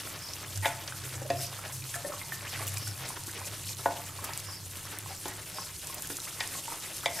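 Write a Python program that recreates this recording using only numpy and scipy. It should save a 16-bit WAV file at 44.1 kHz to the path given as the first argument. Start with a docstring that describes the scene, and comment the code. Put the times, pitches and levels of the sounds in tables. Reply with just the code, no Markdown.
"""Butter sizzles in a hot pan, close to a phone in a small kitchen: a hiss of dense impulses with pings and snaps.
Through it a thick paste seethes: gliding decaying tones make its bubbles, swept noise its puffs of steam.
A low hum of two wavering tones booms now and then; far off a train of short pulses chirps like a cricket.
Droplets spit as band-limited bursts; a wooden spatula knocks and rubs on a steel bowl deadened by paste, heard
as damped modes, with two low dull thuds. Hard walls reverberate; a scattered copy of opposite sign left and
right widens the sound."""
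import sys
import numpy as np
from scipy import signal
from scipy.fft import rfft, irfft
from scipy.io import wavfile
from scipy.ndimage import uniform_filter1d

SR = 44100
rng = np.random.default_rng(int(sys.argv[2]) if len(sys.argv) > 2 else 0)


def file_out(sig):
    """Save sig as 16-bit WAV at sys.argv[1]."""
    # one column per channel
    cols = np.atleast_2d(sig).T
    # limit, then scale
    lim = np.clip(cols, -1, 1)
    pcm = np.round(lim * 32767).astype(np.int16)
    wavfile.write(sys.argv[1], SR, pcm)


N = 317520
TIME = np.arange(N) / SR


def amp(db):
    """Level law: decibels to amplitude ratio."""
    return 10 ** (np.asarray(db) / 20)


def unit(x):
    """Normalisation to an rms of 1."""
    return x / np.sqrt(np.mean(x ** 2) + 1e-18)


def peak(x, db):
    """Normalisation to a peak level in dB."""
    return x * amp(db) / (np.abs(x).max() + 1e-12)


def curves(table):
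    """Linear interpolation of a timed table's columns, sample by sample."""
    times, *columns = np.transpose(table)
    return [np.interp(TIME, times, column) for column in columns]


def span(seconds):
    """Time axis [s] of a short sound."""
    return np.arange(int(seconds * SR) + 2) / SR


def fade(t, t60):
    """Exponential decay, falling by 60 dB in t60 seconds."""
    return np.exp(-np.log(1000) * t / t60)


def arch(middle_s, length):
    """Raised-cosine envelope: a smooth rise from 0 to 1 and back."""
    return np.cos(np.pi * np.clip((TIME - middle_s) / length, -.5, .5)) ** 2


def add(out, s, x):
    """Superposition: mix a short sound in at time s."""
    i = int(np.clip(s * SR, 0, N - 1))
    out[i:i + len(x)] += x[:N - i]


def band(x, lo_hz, hi_hz, order=2):
    """Causal Butterworth band-pass."""
    edges = [lo_hz, min(hi_hz, SR / 2 - 1000)]
    return signal.sosfilt(signal.butter(order, edges, "band", fs=SR, output="sos"), x)


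def around(x, hz, octaves, order=2):
    """Band-pass of constant relative width, so many octaves around a pitch."""
    half = 2 ** (octaves / 2)
    return band(x, hz / half, hz * half, order=order)


def colour(x, points, size=2048):
    """Minimum-phase filter through (frequency [Hz], gain [dB]) points, so clicks stay sharp."""
    hz, db = np.transpose(points)
    bins_hz = np.arange(size + 1) * SR / size / 2
    gain_db = np.interp(np.log(bins_hz + 1), np.log(hz), db)
    # folding the cepstrum onto positive times gives the minimum phase
    cepstrum = irfft(np.log(amp(gain_db)))
    cepstrum[1:size] *= 2
    cepstrum[size + 1:] = 0
    response = irfft(np.exp(rfft(cepstrum)))
    return signal.fftconvolve(x, response)[:len(x)]


def walk(rate):
    """Smoothed random wandering with spread 1: new values at a rate per second, averaged twice."""
    k = int(SR / rate)
    steps = np.repeat(rng.standard_normal(N // k + 1), k)
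    return unit(uniform_filter1d(uniform_filter1d(steps, k), k)[:N])


def clicks(rate, spread_db, cap_db):
    """Poisson-like impulses of either sign, at a rate per second: many small ones, a few large."""
    size = amp(np.minimum(spread_db * rng.exponential(size=N), cap_db))
    return (rng.random(N) < rate / SR) * size * np.sign(rng.standard_normal(N))


def patches(rate, swell_db, patch_db, smooth_db, edges):
    """Shot noise of dense tiny bursts, whose bands of pitch swell together and on their own."""
    out, swell = 0, swell_db * walk(50)
    ticks = unit(clicks(rate=rate, spread_db=2.0, cap_db=8.5)) + amp(smooth_db) * rng.standard_normal(N)
    for k, (lo, hi) in enumerate(zip(edges, edges[1:])):
        shifted = np.roll(ticks, k * N // len(edges))  # so the bands do not tick in step
        out = out + band(shifted, lo, hi, order=3) * amp(swell + patch_db * walk(60))
    return unit(out)


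# butter foam frying a little harder as it heats, before the trim: (time [s], level [dB])
FOAM_HEAT = [(0.0, -45), (0.36, -46.5), (1.98, -45.5), (2.4, -43), (3.95, -44.5), (4.53, -46.5),
             (6.82, -42.5), (7.2, -42)]
# flare-ups where wet paste touches the fat: (middle time [s], rise [dB], length [s])
FLARE_UPS = [(0.657, 8.5, 0.16), (1.432, 7.5, 0.18), (1.95, 8, 0.058), (2.685, 7.5, 0.062),
             (3.473, 5.5, 0.073), (3.706, 4, 0.15), (6.104, 5, 0.048), (6.244, 3, 0.071)]


def frying(foam_db=3, unrest_db=-0.5, unrest_hz=16):
    """Level modulation of the foam [dB]: slow course of the heat, restless flutter and flare-ups."""
    (heat_db,) = curves(FOAM_HEAT)
    flares_db = sum(db * arch(s, length) for s, db, length in FLARE_UPS)
    return heat_db + foam_db + unrest_db * walk(unrest_hz) + flares_db


def pings(lo_hz=1800, hi_hz=11000, cycles=32, spread_db=4, count=1500):
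    """Damped oscillation: many tiny decaying pings at random pitches and times, a speckled grain in the hiss."""
    out = np.zeros(N)
    for when, pitch, size, life in rng.random((count, 4)):
        hz = lo_hz * (hi_hz / lo_hz) ** pitch
        t60 = cycles * (.5 + life) / hz
        t = span(t60)
        level_db = min(-spread_db * np.log(size), 11)
        add(out, when * N / SR, np.sin(2 * np.pi * hz * t) * fade(t, t60) * amp(level_db))
    return unit(out)


# filter on the butter foam: (frequency [Hz], gain [dB])
FOAM_COLOUR = [(300, -17), (1000, -35.5), (2500, -2), (4000, 2), (6500, 5), (9000, 6.5), (12500, 3.5),
               (14500, 2), (16000, -56)]


def crackle(level_db, snap_db=-7, ping_db=-6, gain_db=-2.5):
    """Shot noise of butter foam: a hiss of tiny steam bursts with pings and lone snaps standing out."""
    edges = [1500, 4000, 6000, 8500, 11500, 17000]
    hiss = patches(rate=2400, swell_db=1.9, patch_db=1.7, smooth_db=-8, edges=edges)
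    snaps = band(unit(clicks(rate=340, spread_db=5, cap_db=19)), 4000, 12000, order=1)
    foam = hiss + amp(snap_db) * snaps + amp(ping_db) * pings()
    return unit(colour(foam, FOAM_COLOUR)) * amp(level_db + gain_db)


# start level, steady fall and depth of the dips, before the trims in paste()
SEETHING_DB, FALL_DB_PER_S, DIP_DB = -47, 0.23, -9
# brief dips in the level of the seething noise: (middle time [s], length [s])
SEETHING_DIPS = [(0.239, 0.03), (1.254, 0.037), (1.79, 0.17), (2.85, 0.051), (3.22, 0.13), (4.137, 0.072),
                 (4.664, 0.14), (5.19, 0.062), (5.443, 0.075), (5.78, 0.2), (6.15, 0.12), (6.627, 0.076)]


def seething():
    """Level modulation of the seething noise [dB]: a slow steady fall with brief dips."""
    dips = sum(arch(s, length) for s, length in SEETHING_DIPS)
    return SEETHING_DB - FALL_DB_PER_S * TIME + DIP_DB * dips


def bubble(hz, t60, rise=.066, skin_db=-7, attack_s=.0002, wobble=.028):
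    """Cavity resonance: the soft cavity wobbles and rises in pitch as it opens, while its wet skin tears."""
    t = span(t60)
    flutter = wobble * unit(band(rng.standard_normal(len(t)), 40, 200, order=1))
    pitch_hz = hz * (1 + rise * t / t60 + flutter)
    ring = np.sin(2 * np.pi * np.cumsum(pitch_hz) / SR)
    tear = unit(band(rng.standard_normal(len(t)), hz * 0.37, hz * 1.42))
    return (ring + amp(skin_db) * tear) * fade(t, t60) * (1 - np.exp(-t / attack_s))


def puff(length, first_hz, last_hz, width_hz=330):
    """Noise on a swept carrier: a short puff of steam whose pitch slides."""
    t = span(length)
    sweep = np.cos(2 * np.pi * np.cumsum(np.geomspace(first_hz, last_hz, len(t))) / SR)
    # multiplying low noise by the sweep moves it to either side of the sliding pitch
    hiss = band(rng.standard_normal(len(t)), 60, width_hz, order=2) * sweep
    return unit(hiss * signal.windows.tukey(len(t), .5))


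# large bubbles bursting in the paste: (time [s], peak level before the trim [dB], pitch [Hz], t60 [s])
LARGE_BUBBLES = [(.072, -34, 1330, 0.016), (.468, -42, 1080, 0.022), (0.923, -31, 1480, 0.013),
                 (1.217, -34, 545, 0.067), (1.25, -36, 594, 0.085), (1.59, -36, 1330, 0.022),
                 (1.697, -38.5, 1000, 0.028), (1.942, -27, 1730, 0.043), (1.956, -36.5, 691, 0.13),
                 (2.047, -30, 571, 0.13), (2.049, -34, 1810, 0.036), (2.098, -33.5, 584, 0.094),
                 (2.121, -33, 1270, 0.028), (2.137, -32, 1110, 0.031), (2.214, -34, 2080, 0.066),
                 (2.321, -26, 1780, 0.06), (2.595, -34, 1110, 0.032), (2.607, -31.5, 660, 0.074),
                 (2.625, -33, 1140, 0.045), (2.771, -32.5, 2390, 0.038), (2.872, -35.5, 1470, 0.036),
                 (3.104, -34.5, 990, 0.031), (3.171, -34.5, 940, 0.026), (3.279, -39.5, 342, 0.036),
                 (3.415, -33, 993, 0.043), (3.796, -40, 1270, 0.023), (4.095, -40, 1220, .025),
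                 (4.189, -35.5, 1065, 0.03), (4.241, -33, 1200, 0.038), (4.292, -31, 910, 0.024),
                 (4.487, -35.5, 1080, 0.02), (4.851, -40, 1060, 0.035), (5.060, -33.5, 1030, 0.02),
                 (5.105, -37, 770, 0.12), (5.585, -26.5, 1040, 0.021), (5.898, -36, 1060, 0.033),
                 (6.118, -39, 444, 0.082), (6.186, -34.5, 1300, 0.02), (6.552, -32, 1080, 0.021),
                 (6.680, -32, 920, 0.052)]
# short puffs of steam whose pitch slides, mostly upward:
# (time [s], rms level [dB], length [s], first pitch [Hz], last pitch [Hz])
STEAM_PUFFS = [(1.945, -45, 0.027, 2170, 1384), (2.444, -46, 0.044, 1145, 3530),
               (3.275, -48.5, 0.028, 1005, 2100), (3.424, -51, 0.02, 1500, 2650),
               (4.288, -47, 0.056, 1041, 3050), (4.846, -52, 0.039, 1167, 2050),
               (6.27, -46.5, 0.0233, 1430, 2520), (6.51, -50, 0.054, 1480, 2190),
               (6.705, -46.5, 0.04, 892, 1470), (7.027, -44.5, 0.0285, 1009, 2000)]
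# filter on the seething bed: (frequency [Hz], gain [dB])
SEETHING_COLOUR = [(150, -8.5), (300, -2), (600, -2.5), (1100, -3.5), (2000, -4), (3200, -6), (6000, -11),
                   (12000, -44)]


def paste(level_db, plop_db=1.0, puff_db=0, small_db=0, pop_db=-13, spread_db=3.0, bed_db=-0.5, count=150):
    """Superposed bursts: large plops and puffs, small bubbles, dry pops of their skins, and a seething bed."""
    out, small = np.zeros(N), np.zeros(N)
    for s, db, hz, t60 in LARGE_BUBBLES:
        add(out, s, peak(bubble(hz, t60, skin_db=-9), db + plop_db))
    for s, db, length, first_hz, last_hz in STEAM_PUFFS:
        add(out, s, puff(length, first_hz, last_hz) * amp(db + puff_db))
    for k, (late, pitch, size, life) in enumerate(rng.random((count, 4))):
        s = (k + 2 * late) / count * N / SR
        hz = 750 * 5.5 ** pitch
        db = min(-spread_db * np.log(size), 6)
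        add(small, s, peak(bubble(hz, (8 + 40 * life) / hz), small_db + db))
    for hz in 1300, 2500, 4400:
        small += amp(pop_db) * unit(around(clicks(rate=55, spread_db=5, cap_db=13), hz, 1))
    edges = [150, 500, 850, 1300, 1900, 2700, 3800, 7000]
    bed = patches(rate=600, swell_db=3.3, patch_db=2.3, smooth_db=-8, edges=edges)
    bed = unit(colour(bed, SEETHING_COLOUR)) * amp(bed_db)
    return out + (small + bed) * amp(level_db)


def tone(hz, waver_hz):
    """Frequency modulation: a sine of rms 1 whose pitch wanders at random."""
    return np.sqrt(2) * np.sin(2 * np.pi * np.cumsum(hz + waver_hz * walk(24.04)) / SR)


# two low tones of the room, before the trims: (time [s], lower level [dB], upper level [dB])
HUM_LEVELS = [(0.0, -58, -72), (1.28, -47.5, -49), (1.72, -58, -58), (2.83, -48, -55.5), (3.19, -54, -55),
              (3.53, -49.5, -64), (3.79, -51.5, -59.5), (7.2, -63, -83)]
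# moments when the hum booms: (middle time [s], rms level at the top [dB], length [s], pitch [Hz])
HUM_BOOMS = [(0.598, -35.5, 0.18, 96), (0.737, -45, 0.24, 131), (1.814, -42.5, 0.33, 129.1),
             (2.694, -45.5, 0.93, 98.2), (2.89, -38, 0.18, 98.9), (3.036, -47, 0.1, 138.3),
             (3.665, -42, 0.12, 100.7)]
# filter on the noise of the dull rumble: (frequency [Hz], gain [dB])
RUMBLE_COLOUR = [(20, -4), (35, -17), (60, 0), (100, 1), (170, 2.5), (230, -13), (290, -7), (400, -10.5),
                 (700, -24.5), (2000, -28.5)]


def hum(lower_hz=99.2, upper_hz=130, waver_hz=3.35, flutter_db=3.5, lower_db=1.5, upper_db=2,
        rumble_db=-52.5, boom_db=0):
    """Modulated tones: two low ones waver in pitch and level over filtered noise and boom now and then."""
    out = unit(colour(rng.standard_normal(N), RUMBLE_COLOUR)) * amp(rumble_db)
    for hz, db, trim_db in zip((lower_hz, upper_hz), curves(HUM_LEVELS), (lower_db, upper_db)):
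        out += tone(hz, waver_hz) * amp(db + trim_db + flutter_db * walk(21.72))
    for s, db, length, hz in HUM_BOOMS:
        out += tone(hz, waver_hz) * arch(s, length) * amp(db + boom_db)
    return out


# faint chirps: (start time [s], level before the gain [dB])
FAR_CHIRPS = [(0.191, -46), (1.35, -44.5), (2.78, -45), (4.441, -46), (5.519, -45.5), (7.121, -44.5)]


def chirps(length=.15, centre_hz=5230, spread_hz=330, pulse_s=0.0081, gain_db=-5, count=50):
    """Pulse train in a diffuse field: a soft far rasp of quick uneven pulses, blurred by the walls."""
    out, t = np.zeros(N), span(pulse_s)
    for s, db in FAR_CHIRPS:
        for k, (late, pitch, size) in enumerate(rng.standard_normal((count, 3))):
            along = (k + .5) / count
            hz = centre_hz + spread_hz * pitch
            pulse = np.sin(2 * np.pi * hz * t) * signal.windows.hann(len(t))
            swell = np.sin(np.pi * along) ** .5
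            pulse *= 2 * np.sign(size) * swell * amp(db + gain_db)
            add(out, s + (along + late / count) * length, pulse)
    t = span(.2)
    walls = rng.standard_normal(len(t)) * fade(t, .08)
    return out + .5 * signal.fftconvolve(out, walls / np.linalg.norm(walls))[:N]


# spitting butter:
# (time [s], peak level before the gain [dB], centre frequency [Hz], decay time constant of the spray [s])
BUTTER_SPITS = [(0.335, -27.5, 5330, 0.002), (0.5585, -28, 5800, 0.0015), (.575, -26.5, 7150, 0.0024),
                (0.877, -30.5, 4550, 0.0051), (1.722, -35, 8240, 0.055), (1.951, -33, 10400, 0.0033),
                (2.669, -25, 10000, 0.002), (2.679, -26, 10100, 0.0025), (2.7407, -26.5, 8300, 0.0014),
                (2.7715, -24, 5960, 0.0012), (2.781, -30, 10000, .004), (2.877, -26.5, 8260, 0.0023),
                (3.0893, -25, 9500, 0.0014), (3.2364, -30, 8000, .001), (3.2704, -28.5, 8500, .001),
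                (3.3137, -30, 8000, .001), (4.242, -28, 9000, 0.01), (4.335, -27, 6860, 0.0022),
                (4.3755, -20.5, 8400, 0.0016), (4.399, -32, 7500, .003), (4.9867, -24.5, 9500, 0.0018),
                (5.281, -31.5, 9000, 0.0067), (5.871, -26.5, 8050, 0.0015), (5.944, -29, 10900, 0.0042),
                (6.0222, -24.5, 8900, 0.0011), (6.0726, -25, 8050, .0015), (6.1688, -24, 7300, 0.0014),
                (6.2018, -31, 6300, .0015), (6.403, -30, 4270, 0.011), (6.4748, -24, 7400, 0.0013),
                (6.967, -29.5, 7700, 0.003)]


def spits(gain_db=3, spray_db=-1, snap_db=1):
    """Impulsive vaporisation: a droplet of water bursts in the fat, one sharp snap, then a short spray."""
    out = np.zeros(N)
    for s, db, hz, length in BUTTER_SPITS:
        t = span(0.11)
        burst = amp(spray_db) * np.sign(rng.standard_normal(len(t))) * np.exp(-t / length)
        burst[0] += amp(snap_db)
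        add(out, s, peak(band(burst, hz * 0.65, hz * 1.45), db + gain_db))
    return out


# modes of the bowl with the spatula against it: (frequency [Hz], level [dB], t60 [s])
BOWL_MODES = [(238, -8, .15), (290.2, -1.5, 0.98), (378, 5, 0.29), (477, 2, 0.22), (518.7, -3, 0.075),
              (578, 4, 0.37), (686, 9.5, 0.18), (707, 0.5, 0.29), (888, 10.5, 0.19), (947, 4.5, .13),
              (1005, -2.5, 0.12), (1050, 6.5, 0.14), (1146, 2, 0.12), (1405, -9, .12), (1480, 3, 0.099),
              (1660, 0.5, 0.18), (1790, 1.5, 0.15), (1910, 12.5, 0.16), (1984, -11, 0.11),
              (2066, 6.5, 0.094), (2160, 2, 0.1), (2330, 4, .16), (2480, 1, 0.11), (2640, -1, 0.2),
              (2850, -1, 0.11), (3170, 1, 0.13), (3460, 7, 0.13), (3690, 8, 0.06), (3780, -7, 0.15),
              (3950, -16, 0.044), (3910, 6, 0.077), (4610, 0.5, 0.063), (4990, 4, .035),
              (6450, -5.5, 0.092)]


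def bowl(t, lo, hi, spot_hz=0, pressed_t60=0.07, pressed_db=11, spot_db=5, spot_width=0.056):
    """Modal superposition within a range of pitch, loudest at the spot's pitch; wood and paste damp most of it."""
    ring = 0
    for hz, db, t60 in BOWL_MODES:
        if lo <= hz < hi:
            favour_db = spot_db * np.exp(-((hz - spot_hz) / (spot_width * hz)) ** 2)
            ring = ring + amp(db + favour_db) * np.sin(2 * np.pi * hz * t) * fade(t, t60)
    return band(ring * (1 + amp(pressed_db) * fade(t, pressed_t60)), lo, hi, order=2)


# knocks, and two low dull thuds, on the bowl or in the paste; each spot strikes the families of modes differently:
# (time [s], pitch of the spot [Hz], t60 of the damped part [s], base [dB], hollow [dB], wall [dB],
#  clack [dB], clank [dB], ring [dB], rim [dB], tick [dB], snap [dB])
KNOCKS_AND_THUDS = [(0.6561, 873, 0.1, -45, -31.5, -30.5, -34.5, -35.0, -32.5, -35, -32.5, -41),
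                    (1.3021, 717, 0.081, -37, -27, -43.0, -55, -40.5, -51, -40.5, -44, -40.5),
                    (3.858, 945, 0.041, -38.5, -27.0, -25.5, -36.5, -42, -59, -52, -47.5, -53),
                    (5.256, 373, 0.09, -41, -47, -42, -51, -57, -58, -54.5, -48, -52),
                    (6.1003, 403, 0.064, -43.5, -58, -51, -48.0, -52, -56.5, -50, -54, -56),
                    (6.4057, 1470, 0.061, -60, -46.5, -43, -45, -36.5, -45, -40.5, -37, -38.5),
                    (7.0589, 2340, 0.037, -46.5, -31.5, -35, -54, -42, -30, -41, -30.5, -36)]
# edges of the nine families of modes, from base to snap: (frequency [Hz])
FAMILY_EDGES = [240, 520, 790, 1300, 1700, 1950, 2350, 3000, 4100, 8000]
# spatula rubbing along the bowl: (time [s], low groan level [dB], high rasp level [dB], length [s])
BOWL_SCRAPES = [(0.624, -44, -42, 0.014), (0.645, -38, -31, 0.011), (2.588, -49, -50.5, 0.042),
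                (5.273, -51.5, -50.5, 0.048), (6.394, -59, -42, 0.018), (6.406, -51, -48, 0.035),
                (7.162, -45.5, -49.5, 0.018), (7.187, -41, -39, 0.025)]


def spatula(chatter_db=-6, chatter_t60=0.11, soak_db=-7, crack_db=-8.0, crack_db_per_octave=3.0,
            knock_db=0, scrape_db=0):
    """Impact and friction excitation of modes: knocks with a crack and chatter, two dull thuds, and rubbing."""
    out, t = np.zeros(N), span(.4)
    for s, spot_hz, pressed_t60, *levels in KNOCKS_AND_THUDS:
        chatter = rng.standard_normal(len(t)) * fade(t, chatter_t60)
        chatter *= amp(chatter_db) / np.linalg.norm(chatter)
        strike = signal.unit_impulse(len(t))
        push = strike + amp(soak_db) * chatter  # little of the chatter sets the modes ringing
        for db, lo, hi in zip(levels, FAMILY_EDGES, FAMILY_EDGES[1:]):
            # the higher the family, the more its crowded modes merge into a dry crack
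            octaves_up = np.log2(lo / FAMILY_EDGES[1])
            crack_gain = amp(crack_db + crack_db_per_octave * octaves_up)
            crack = crack_gain * unit(band(strike + chatter, lo, hi))
            ring = signal.fftconvolve(push, bowl(t, lo, hi, spot_hz, pressed_t60))[:len(t)]
            blow = unit(ring) + crack
            add(out, s, blow / blow[t < .02].std() * amp(db + knock_db))  # level over the first 20 ms
    for s, groan_db, rasp_db, length in BOWL_SCRAPES:
        for db, lo, hi in (groan_db, 620, 950), (rasp_db, 1400, 2350):
            friction = rng.standard_normal(len(t)) * (t < length)
            rub = signal.fftconvolve(friction, bowl(t, lo, hi))[:len(t)]
            add(out, s, rub / rub[t < length].std() * amp(db + scrape_db))
    return out


def kitchen(x, wet_db, low_t60=0.43, high_t60=0.31):
    """Reverberation: direct sound plus the short decaying ring of hard walls."""
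    t = span(.5)
    noise = rng.standard_normal(len(t))
    low = band(noise, 173, 2380) * fade(t, low_t60)
    high = amp(-44) * band(noise, 3350, 10700) * fade(t, high_t60)
    tail = (low + high) * (t > .004)  # the walls answer after 4 ms
    tail /= np.sqrt(np.sum(fade(t, low_t60) ** 2))
    return x + amp(wet_db) * signal.fftconvolve(x, tail)[:N]


# filter on the side signal: (frequency [Hz], side relative to mid [dB])
SIDE_COLOUR = [(60, -14), (110, -21), (200, -14), (380, -16.5), (700, -16.5), (1290, -16.5), (2380, -17.5),
               (4400, -12.5), (8120, -10.5), (15000, -10)]


def stereo(x, scatter_t60=0.046, drift=2.5):
    """Decorrelation: a scattered copy with randomly drifting phase [rad] is added left and subtracted right."""
    t = span(.08)
    scatter = rng.standard_normal(len(t)) * fade(t, scatter_t60)
    copy = signal.fftconvolve(x, signal.hilbert(scatter) / np.linalg.norm(scatter))[:N]
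    turned = np.real(copy * np.exp(1j * drift * walk(30)))
    side = colour(turned, SIDE_COLOUR)
    return np.array([x + side, x - side])


def scene():
    """Superposition of sources: the pan right under the phone, the bowl above its far rim, the room behind."""
    pan = kitchen(crackle(frying()) + paste(seething()), wet_db=-5.0)
    # the spitting droplets are nearest, so driest
    rim = kitchen(spits(), wet_db=-14)
    knocking = kitchen(spatula(), wet_db=-4.5)
    return stereo(pan + rim + knocking + chirps() + hum())


def record(dry):
    """Band limitation: the phone cuts the top with a steep elliptic low-pass at 15.6 kHz."""
    return signal.sosfilt(signal.ellip(8, .2, 70, 15600, fs=SR, output="sos"), dry)


dry = scene()
out = record(dry)
file_out(out)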